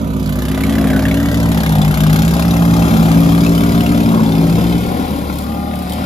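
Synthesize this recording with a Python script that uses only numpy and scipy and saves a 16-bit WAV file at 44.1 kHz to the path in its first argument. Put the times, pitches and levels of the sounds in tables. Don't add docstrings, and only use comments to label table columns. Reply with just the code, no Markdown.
import sys
import numpy as np
from scipy import signal
from scipy.fft import rfft, irfft, next_fast_len
from scipy.io import wavfile
from scipy.ndimage import uniform_filter1d

SR = 44100
rng = np.random.default_rng(int(sys.argv[2]) if len(sys.argv) > 2 else 0)


def int16_out(signal):
    q = np.round(np.clip(np.atleast_2d(signal).T, -1, 1) * 32767)
    wavfile.write(sys.argv[1], SR, q.astype(np.int16))


N = 267157
T = np.arange(N) / SR
LONG = next_fast_len(N)

# time in seconds, firings per second.
ENGINE_SPEED = [(0.0, 33.9), (0.3, 30.91), (0.42, 31.32), (0.72, 34.52), (0.9, 33.07), (1.05, 33.06),
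                (1.23, 35.12), (1.65, 34.12), (1.8, 31.53), (2.07, 32.09), (2.4, 35.1), (2.85, 34.87),
                (3.0, 33.84), (3.66, 35.29), (3.72, 34.81), (3.99, 35.71), (4.32, 33.66), (4.98, 37.24),
                (5.25, 35.47), (5.49, 36.79), (6.06, 36.43)]
FIRST_FIRING = .45
# multiple of the firing rate, relative level in dB.
ENGINE_ORDERS = [(1, -18), (3, -8), (4, -10), (5, 0), (6, -3), (7, -2), (8, -5), (9, -14), (10, -17)]
# frequency in Hz, width of a single pass in Hz, relative level in dB.
MUFFLER_MODES = [(570, 110, -8), (735, 45, -7), (815, 45, -7), (1145, 40, -12), (1215, 40, -8)]
EMPTY_S = 5.15
NOTE_DB, NOTE_CLEARS_DB, NOTE_CLEARS_S = -32, 6.5, .6

# time in seconds, crank thump in dB, churn in dB, treble in dB,
# exhaust puff against hiss in dB, the same for the bands centred on 8 kHz and above in dB.
SOURCE_LEVELS = [(0, -26, -24.5, -41.5, 1, 0), (.35, -23.5, -26.5, -29.5, 6.5, 11),
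                 (.71, -20.5, -20, -26.5, 8.5, 5.5), (1.38, -21, -21, -27, 8, 5.5),
                 (1.6, -21, -21.5, -25.5, 9, 6), (2.08, -21, -19.5, -23, 7.5, 16),
                 (2.6, -23, -20, -26.5, 5, 1.5), (2.9, -23.5, -17, -24, -0.5, -0.5),
                 (3.9, -23, -18.5, -26, 3.5, 0), (4.2, -31, -16.5, -28, -1.5, -3),
                 (4.6, -24, -23.5, -26.5, 1.5, -2), (4.98, -27.5, -18.5, -30.5, -5.5, -2),
                 (5.38, -26.5, -23.5, -33.5, -8, -5), (5.63, -28, -25, -36.5, -5, -14),
                 (6.06, -26, -26.5, -29.5, -14, -12)]
# frequency in Hz, relative density in dB per Hz.
GAS_COLOUR = [(600, -5), (1200, 4), (1900, 5.5), (2600, 0), (3400, 2), (4600, -4), (5100, -1.5), (5600, -9),
              (7500, -7.5), (9800, -1.5), (11500, -5), (12350, -0.5), (13500, -14), (14500, -11),
              (16300, -34)]
VALVE_AT, VALVE_DB = .45, -12

BELT_RATIO = 1.615
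# middle in seconds, half length in seconds, peak share of blade speed lost.
BELT_SLIPS = [(.67, .06, .025), (.92, .07, .02), (1.3, .05, .012), (1.63, .11, .022)]
# level of one blade in dB, before smoothing.
BLADE_BITE_DB = [1, -0.028, 2.4]
# multiple of the blade rate, relative level in dB, phase in radians.
BLADE_ORDERS = [(2, -8.5, 3.5), (3, -0.4, 0.5), (4, 2.6, 1), (5, -4.5, 0.42), (1, -15.5, 2.5),
                (6, -25, -0.5), (7, -20.5, 0)]
# time in seconds, drive in dB, delay of the echo off the nearest car in ms.
HOUSING_DRONE = [(0, -25, 7.4), (.25, -25.5, 8.05), (.59, -24, 7.9), (.87, -20.5, 8.1), (1.3, -21.5, 7.1),
                 (1.58, -19, 7), (1.7, -18, 6.4), (2.1, -15.5, 6.36), (2.41, -19, 5.66), (2.68, -15.5, 6.2),
                 (2.92, -16, 5.57), (3.18, -13.5, 6.54), (3.55, -17.5, 6.7), (3.76, -17.5, 7.25),
                 (4.21, -16.5, 7.8), (4.46, -17.5, 6.54), (4.77, -19.5, 5.85), (4.99, -28, 4.3)]
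CAR_ECHO = 0.47
# time in seconds, change in dB.
DRONE_DIPS = [(.47, -4), (.94, -1), (1.62, -5.5), (1.95, -6.5), (4.33, -2)]
DIP_S = 0.028
# time in seconds, dB added to blade multiple 2, to 4, to 5, to both 6 and 7.
DRONE_TINT = [(0, 3, 0.5, 0, 5.5), (.7, 2, -1.5, 4.5, 7), (1, 2, 1, 4.5, -3), (1.35, 7, 0.5, 2.5, -4),
              (1.6, -2, 3.5, -4.5, -12), (1.85, 2, -4.5, 0, -23), (2.3, -3, -5, -1, -4),
              (2.85, 5, -2, 1, -16), (3.15, -4, -3.5, 0, -2), (3.4, 2.5, -4, 0.5, 8.5), (3.7, 0.5, 2, 0, 6),
              (3.95, -5, -0.5, -1, 1.5), (4.2, -1, 1.5, -4, 2), (4.4, -5, 0, -2.5, 9.5),
              (4.6, 2, -11, -7, 9.5), (4.8, 6.5, -7, 0.5, 6), (4.95, 11, -1, -8, 8)]

# frequency in Hz, relative density in dB per Hz.
CHURN_COLOUR = [(30, -5), (60, -5), (120, 1.5), (200, 11.5), (300, 3.5), (420, -1.5), (620, 0), (800, -3.5),
                (1050, -9), (1350, -13), (1550, -19), (2500, -23.5)]
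# time in seconds, swell of the churn in dB.
SNOW_LUMPS = [(.81, 3.5), (2.83, 3.5), (4.17, 1.5), (4.42, 5.5), (4.59, 8.5), (6.02, 6.5)]
LUMP_RISE_S, LUMP_FALL_S = 0.026, 0.11

# time in seconds, level in dB.
PANEL_RATTLE = [(0, -39), (1, -36.5), (2.1, -29.5), (2.9, -28), (4.2, -33.5), (4.9, -32.5), (6.06, -32.5)]
# start in seconds, envelope peak in dB, pitch in Hz.
SHELL_POPS = [(0.326, -38, 4300), (0.575, -26, 1470), (0.606, -25, 1800), (0.636, -15, 2240),
              (0.753, -29, 1730), (0.782, -21, 1710), (0.841, -26, 1720), (1.0235, -27, 1790),
              (1.053, -17, 1700), (1.1116, -18, 2230), (1.634, -23, 1660), (1.6634, -20, 2190),
              (1.7245, -18.5, 3630), (1.817, -17, 3490), (1.943, -21, 4240), (2.069, -23, 1440),
              (2.1297, -17.5, 3330), (2.159, -20, 3270), (2.1896, -18, 3460), (2.4223, -22, 4310),
              (2.4508, -22, 3500), (2.508, -17.5, 3830), (2.702, -29, 3900), (2.7352, -25, 2520),
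              (2.765, -29, 2480), (2.8217, -20, 2630), (3.1735, -26, 2930), (3.4629, -19, 2595),
              (3.578, -19, 3060), (3.8064, -14.5, 2950), (3.8636, -16, 2810), (3.9764, -21, 3290),
              (4.2612, -19.5, 3470), (4.3204, -20.5, 3620), (4.9614, -39, 3400), (4.9954, -39, 2560)]
POP_RISE_S, POP_RING_S = .0012, .003
POP_ROUGH = .7
# middle in seconds, half length in seconds,
# pitch in Hz, level in dB, ring time in seconds.
CHUTE_KNOCKS = [(.9, 0.22, 770, -31, 0.0017), (1.202, 0.38, 617, -32, 0.01), (1.61, 0.27, 806, -28, 0.0015),
                (1.786, 0.064, 707, -25, 0.0025), (2.41, 0.26, 576, -31, 0.0014),
                (3.09, 0.42, 801, -29, 0.0015), (3.853, 0.39, 710, -30.5, 0.013),
                (3.7, 1, 1223, -38.5, 0.00086), (4.175, 0.067, 1076, -22.5, 0.0014),
                (4.95, 0.14, 747, -28, 0.0023)]
# middle in seconds, half length in seconds, pitch in Hz, peak level in dB.
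SQUEAK_TONE = (.95, .03, 1500, -28)
# multiple of the firing rate, middle in seconds,
# half length in seconds, level in dB.
SINGING_ORDERS = [(5, 5.25, .15, -28), (7, 5.0, .07, -28), (8, 5.25, .17, -30), (6, 5.5, .08, -31),
                  (20, 5.85, .3, -38), (22, 5.62, .13, -35), (23, 5.97, .08, -39), (33, 5.68, .22, -40)]
# start in seconds, level of the noise in dB before envelope and filters.
ICE_TICKS = [(5.185, -22), (5.325, -20), (5.338, -21), (5.355, -22), (5.3714, -24), (5.385, -14.5),
             (5.4044, -21), (5.421, -22), (5.4367, -22), (5.7546, -19), (5.788, -20), (5.8227, -19),
             (5.8947, -13), (5.921, -13), (5.933, -14)]

# time in seconds, heading (-1 machine on the right, 1 on the left),
# then the level of each of the four shaded bands in dB.
PHONE_TURN = [(0, -1.48, -5, 6, 2, -1.5), (.5, -0.41, -0.5, 1.5, -1.8, -0.45), (1.2, 0.31, 3, 4, -2, -0.69),
              (1.5, 0.81, 1.5, 3, -1.5, 0.047), (2.7, 0.96, -2, 4.5, -0.2, 1.5),
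              (4.5, 1.03, -4, 1.7, -2, 1.2), (5.6, 1.3, -3.5, 1, 1, 0.94),
              (6.06, 1.24, -3, -3.5, -3.5, 0.89)]
# lower edge in Hz, upper edge in Hz.
SHADED_BANDS = [(1500, 2000), (5600, 7500), (9000, 16500), (4900, 5600)]
# frequency in Hz, lead of the left in radians per unit of heading, fixed lead
# in radians, left minus right in dB per unit of heading, power share of the echo (0-1).
PORT_RESPONSE = [(30, .08, 0, 1.1, .04), (60, .08, 0, 1.1, .03), (260, .4, 0, 1.2, .06),
                 (430, .8, 0, 2.2, .22), (700, 1.2, 0, 6.5, .35), (1050, 1.7, 0, 7, .38),
                 (1400, 2.3, 0, 6, .35), (2000, 3.7, .2, .3, .45), (2750, 5.8, .7, .3, .45),
                 (2950, 0, .7, 1.5, .5), (3600, 0, 1.1, 6, .55), (4500, 0, .9, 7, .55),
                 (5500, 0, -.4, 4, .55), (6900, 0, -1.1, 2.2, .55), (8000, 0, -2.8, .8, .15),
                 (8600, 0, -3.14, 0, .02), (9500, 0, -3.7, 0, .15), (11000, 0, -4.7, 0, .3),
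                 (12200, 0, -5.4, 0, .28), (13200, 0, -6.28, 0, .04), (16500, 0, -6.28, 0, .01)]
ECHO_T60_S = 0.052
TOP_HZ = 15750


def undb(db):
    return 10 ** (np.asarray(db) / 20)


def unit(x):
    return x / np.sqrt(np.mean(x ** 2))


def curves(table):
    s, *columns = np.transpose(table)
    return [np.interp(T, s, c) for c in columns]


def shape(hz, spectrum):
    at, db = np.transpose(spectrum)
    return undb(np.interp(np.log(hz + 1), np.log(at), db))


def walk(rate):
    k = int(SR / rate)
    held = np.repeat(rng.standard_normal(N // k + 1), k)
    return 0.8 * uniform_filter1d(uniform_filter1d(held, k), k)[:N]


def each(turns, spread):
    return spread * rng.standard_normal(1000)[np.floor(turns).astype(int) + 1]


def split(spectrum, lowest_hz, count):
    hz = np.fft.rfftfreq(LONG, 1 / SR)
    place = 2 * np.log2(hz / lowest_hz + 1e-9)
    shares = np.clip(1 - abs(place - np.arange(count)[:, None]), 0, 1)
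    noise = rfft(rng.standard_normal(LONG)) * shape(hz, spectrum)
    return irfft(noise * shares, LONG)[:, :N]


def bands(spectrum, lowest_hz, flicker_db, rate, count):
    noise = split(spectrum, lowest_hz, count)
    return unit(sum(undb(flicker_db * walk(rate)) * band for band in noise))


def rung(pulses, hz, width):
    mode = signal.iirpeak(hz, hz / width, SR)
    return unit(signal.lfilter(*mode, signal.lfilter(*mode, pulses)))


def engine(fired, thump_db):
    thump = undb(thump_db + 1.05 * walk(17)) * np.sin(4 * np.pi * fired + 0.5 * walk(20))
    note = 0
    for k, db in ENGINE_ORDERS:
        note = note + undb(db + .8 * walk(9)) * np.sin(2 * np.pi * (k * fired + rng.random()))
    pulses = np.diff(np.floor(fired), prepend=-1) * undb(each(fired, 1.5))
    ring = sum(undb(db + 2.5 * walk(6)) * rung(pulses, hz, width) for hz, width, db in MUFFLER_MODES)
    note_db = NOTE_DB + NOTE_CLEARS_DB * np.clip((T - EMPTY_S) / NOTE_CLEARS_S + .5, 0, 1)
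    return np.sqrt(2) * thump + undb(note_db) * (note + undb(-10) * ring)


def spit(since, tail):
    return (1 - np.exp(-since / .002)) * (np.exp(-since / .0028) + tail * np.exp(-since / .012))


def exhaust(fired, puff_db, top_db):
    cycles_per_s = np.gradient(fired, T)
    since_open = (fired % 1) / cycles_per_s
    since_shut = ((fired - VALVE_AT) % 1) / cycles_per_s
    shut = undb(VALVE_DB + each(fired - VALVE_AT + 1, 4)) * spit(since_shut, 0)
    size_db = each(fired, .9)
    gas = 0
    for i, band in enumerate(split(GAS_COLOUR, 500, count=11)):
        share, tail = (undb(top_db), .4) if i >= 8 else (undb(puff_db), .14)
        puff = share * undb(size_db + each(fired, 1.2)) * unit(spit(since_open, tail) + shut)
        hiss = undb(0.5 * walk(20))
        gas = gas + band * np.sqrt((hiss ** 2 + puff ** 2) / (1 + share ** 2))
    return unit(gas)


def impeller(beats):
    drone_db, late_ms = curves(HOUSING_DRONE)
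    drone_db = drone_db + sum(db * np.exp(-((T - s) / DIP_S) ** 2) for s, db in DRONE_DIPS)
    load_db = np.take(BLADE_BITE_DB, np.floor(beats).astype(int) % 3) + each(beats, 1.4)
    full = np.clip((EMPTY_S - T) / 0.26, 0, 1)
    second, fourth, fifth, upper = curves(DRONE_TINT)
    tint_db = {2: second, 4: fourth, 5: fifth, 6: upper, 7: upper}
    late = np.gradient(beats, T) * late_ms / 1000
    drone = 0
    for k, db, phase in BLADE_ORDERS:
        rough = 1 if k in (3, 4, 5) else 3.5
        comb = abs(1 + CAR_ECHO * np.exp(-2j * np.pi * k * late))
        level = undb(db + tint_db.get(k, 0) + .9 * rough * walk(25))
        drone = drone + comb * level * np.cos(2 * np.pi * k * beats + phase + .16 * rough * walk(12))
    return np.sqrt(2) * full * undb(drone_db + uniform_filter1d(load_db, size=200)) * drone


def churn(beats, fired):
    lumps_db = 0
    for s, db in SNOW_LUMPS:
        lumps_db = lumps_db + db * np.exp(-abs(T - s) / np.where(T < s, LUMP_RISE_S, LUMP_FALL_S))
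    throb = 1 + 0.14 * np.cos(2 * np.pi * beats) + 0.14 * np.cos(4 * np.pi * beats)
    throb = throb + 0.079 * np.cos(2 * np.pi * (fired - .22))
    return undb(lumps_db) * bands(CHURN_COLOUR, 28.0, 0.5, 11, count=15) * throb


def rattle(fired):
    def burst(at):
        return undb(each(fired - at + 1, 3)) * np.exp(-((fired - at) % 1) / .14)

    band = signal.butter(2, [400, 1400], "band", fs=SR, output="sos")
    grit = signal.sosfilt(band, rng.standard_normal(N))
    return undb(curves(PANEL_RATTLE)[0]) * unit(grit * (burst(-.06) + .6 * burst(.72)))


def pops():
    out, t = np.zeros(N + 900), T[:900]
    swell = (1 - np.exp(-t / POP_RISE_S)) * np.exp(-t / POP_RING_S)
    swell = swell / swell.max()
    for s, db, hz in SHELL_POPS:
        grit = rng.standard_normal(900)
        wobble = 1 + POP_ROUGH * unit(uniform_filter1d(grit, size=12))
        start = int(s * SR)
        out[start:start + 900] += undb(db) * swell * wobble * np.sin(2 * np.pi * hz * t + grit[0])
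    return out[:N]


def chute(beats):
    since = (beats % 1) / np.gradient(beats, T)
    scatter, size = each(beats, 0.75), undb(each(beats, 2.5))
    knocks = 0
    for s, half, hz, db, ring in CHUTE_KNOCKS:
        tone = np.sin(2 * np.pi * hz * T + 0.004 / ring * scatter)
        knock = unit(since * np.exp(-since / ring) * tone)
        knocks = knocks + undb(db) * np.exp(-((T - s) / half) ** 2) * knock
    return size * knocks


def squeak():
    at, half, hz, db = SQUEAK_TONE
    swell = np.exp(-((T - at) / half) ** 4)
    return undb(db) * swell * np.sin(2 * np.pi * hz * T + .5 * walk(67.0))


def singing(fired):
    tones = 0
    for k, s, half, db in SINGING_ORDERS:
        swell = undb(db + 1.5 * walk(9)) * np.exp(-((T - s) / half) ** 4)
        tones = tones + swell * np.sin(2 * np.pi * (k * fired + rng.random()))
    return np.sqrt(2) * tones * undb([[2.5], [-2.5]])


def ticks():
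    out, t = np.zeros(N + 800), T[:800]
    crack = (1 - np.exp(-t / .0008)) * np.exp(-t / .004)
    for s, db in ICE_TICKS:
        start = int(s * SR)
        out[start:start + 800] += undb(db) * rng.standard_normal(800) * crack

    def band(lo, hi):
        return signal.sosfilt(signal.butter(2, [lo, hi], "band", fs=SR, output="sos"), out[:N])

    return band(6500, 12500) + band(3000, 5500)


def ports(sound):
    tails = rfft(rng.standard_normal((2, 6000)) * undb(-60 * T[:6000] / ECHO_T60_S))
    echo = [signal.fftconvolve(sound, h)[:N] for h in irfft(tails / abs(tails))]
    hz, s, (direct, *echoes) = signal.stft(np.array([sound, *echo]), SR, nperseg=512, noverlap=384)
    steps = uniform_filter1d(rng.standard_normal((2, *direct.shape)), size=6, axis=1)
    drift = np.cumsum(steps, axis=2) * np.clip(hz / 3000, .2, 1)[:, None]
    heading, *shade_db = (np.interp(s, T, c) for c in curves(PHONE_TURN))
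    shade_db = sum(db * ((hz > lo) & (hz < hi))[:, None] for db, (lo, hi) in zip(shade_db, SHADED_BANDS))
    at, *columns = np.transpose(PORT_RESPONSE)
    turning, fixed, balance_db, wet = (np.interp(hz, at, c)[:, None] for c in columns)
    wet = np.clip(wet, 0, 1)
    side = np.array([.5, -.5])[:, None, None]
    heard = np.sqrt(1 - wet) * direct * np.exp(1j * side * (turning * heading + fixed))
    heard = heard + np.sqrt(wet) * np.array(echoes) * np.exp(1j * drift)
    gain = undb(side * balance_db * heading + shade_db)
    return signal.istft(heard * gain, SR, nperseg=512, noverlap=384)[1][:, :N]


def scene():
    turns = np.cumsum(curves(ENGINE_SPEED)[0]) / SR
    fired = turns - FIRST_FIRING
    grip = 1 - sum(lost * np.exp(-((T - s) / half) ** 2) for s, half, lost in BELT_SLIPS)
    beats = BELT_RATIO * np.cumsum(grip * np.gradient(turns))
    thump_db, churn_db, treble_db, *puff_db = curves(SOURCE_LEVELS)
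    machine = engine(fired, thump_db) + impeller(beats) + rattle(fired)
    machine = machine + pops() + chute(beats) + squeak()
    snow = undb(churn_db) * churn(beats, fired)
    treble = undb(treble_db) * exhaust(fired, *puff_db)
    return ports(machine + snow + treble + ticks()) + singing(fired)


def record(dry):
    low_pass = signal.ellip(10, .2, 80, TOP_HZ, fs=SR, output="sos")
    return signal.sosfilt(low_pass, np.tanh(1.05 * dry))


dry = scene()
out = record(dry)
int16_out(out)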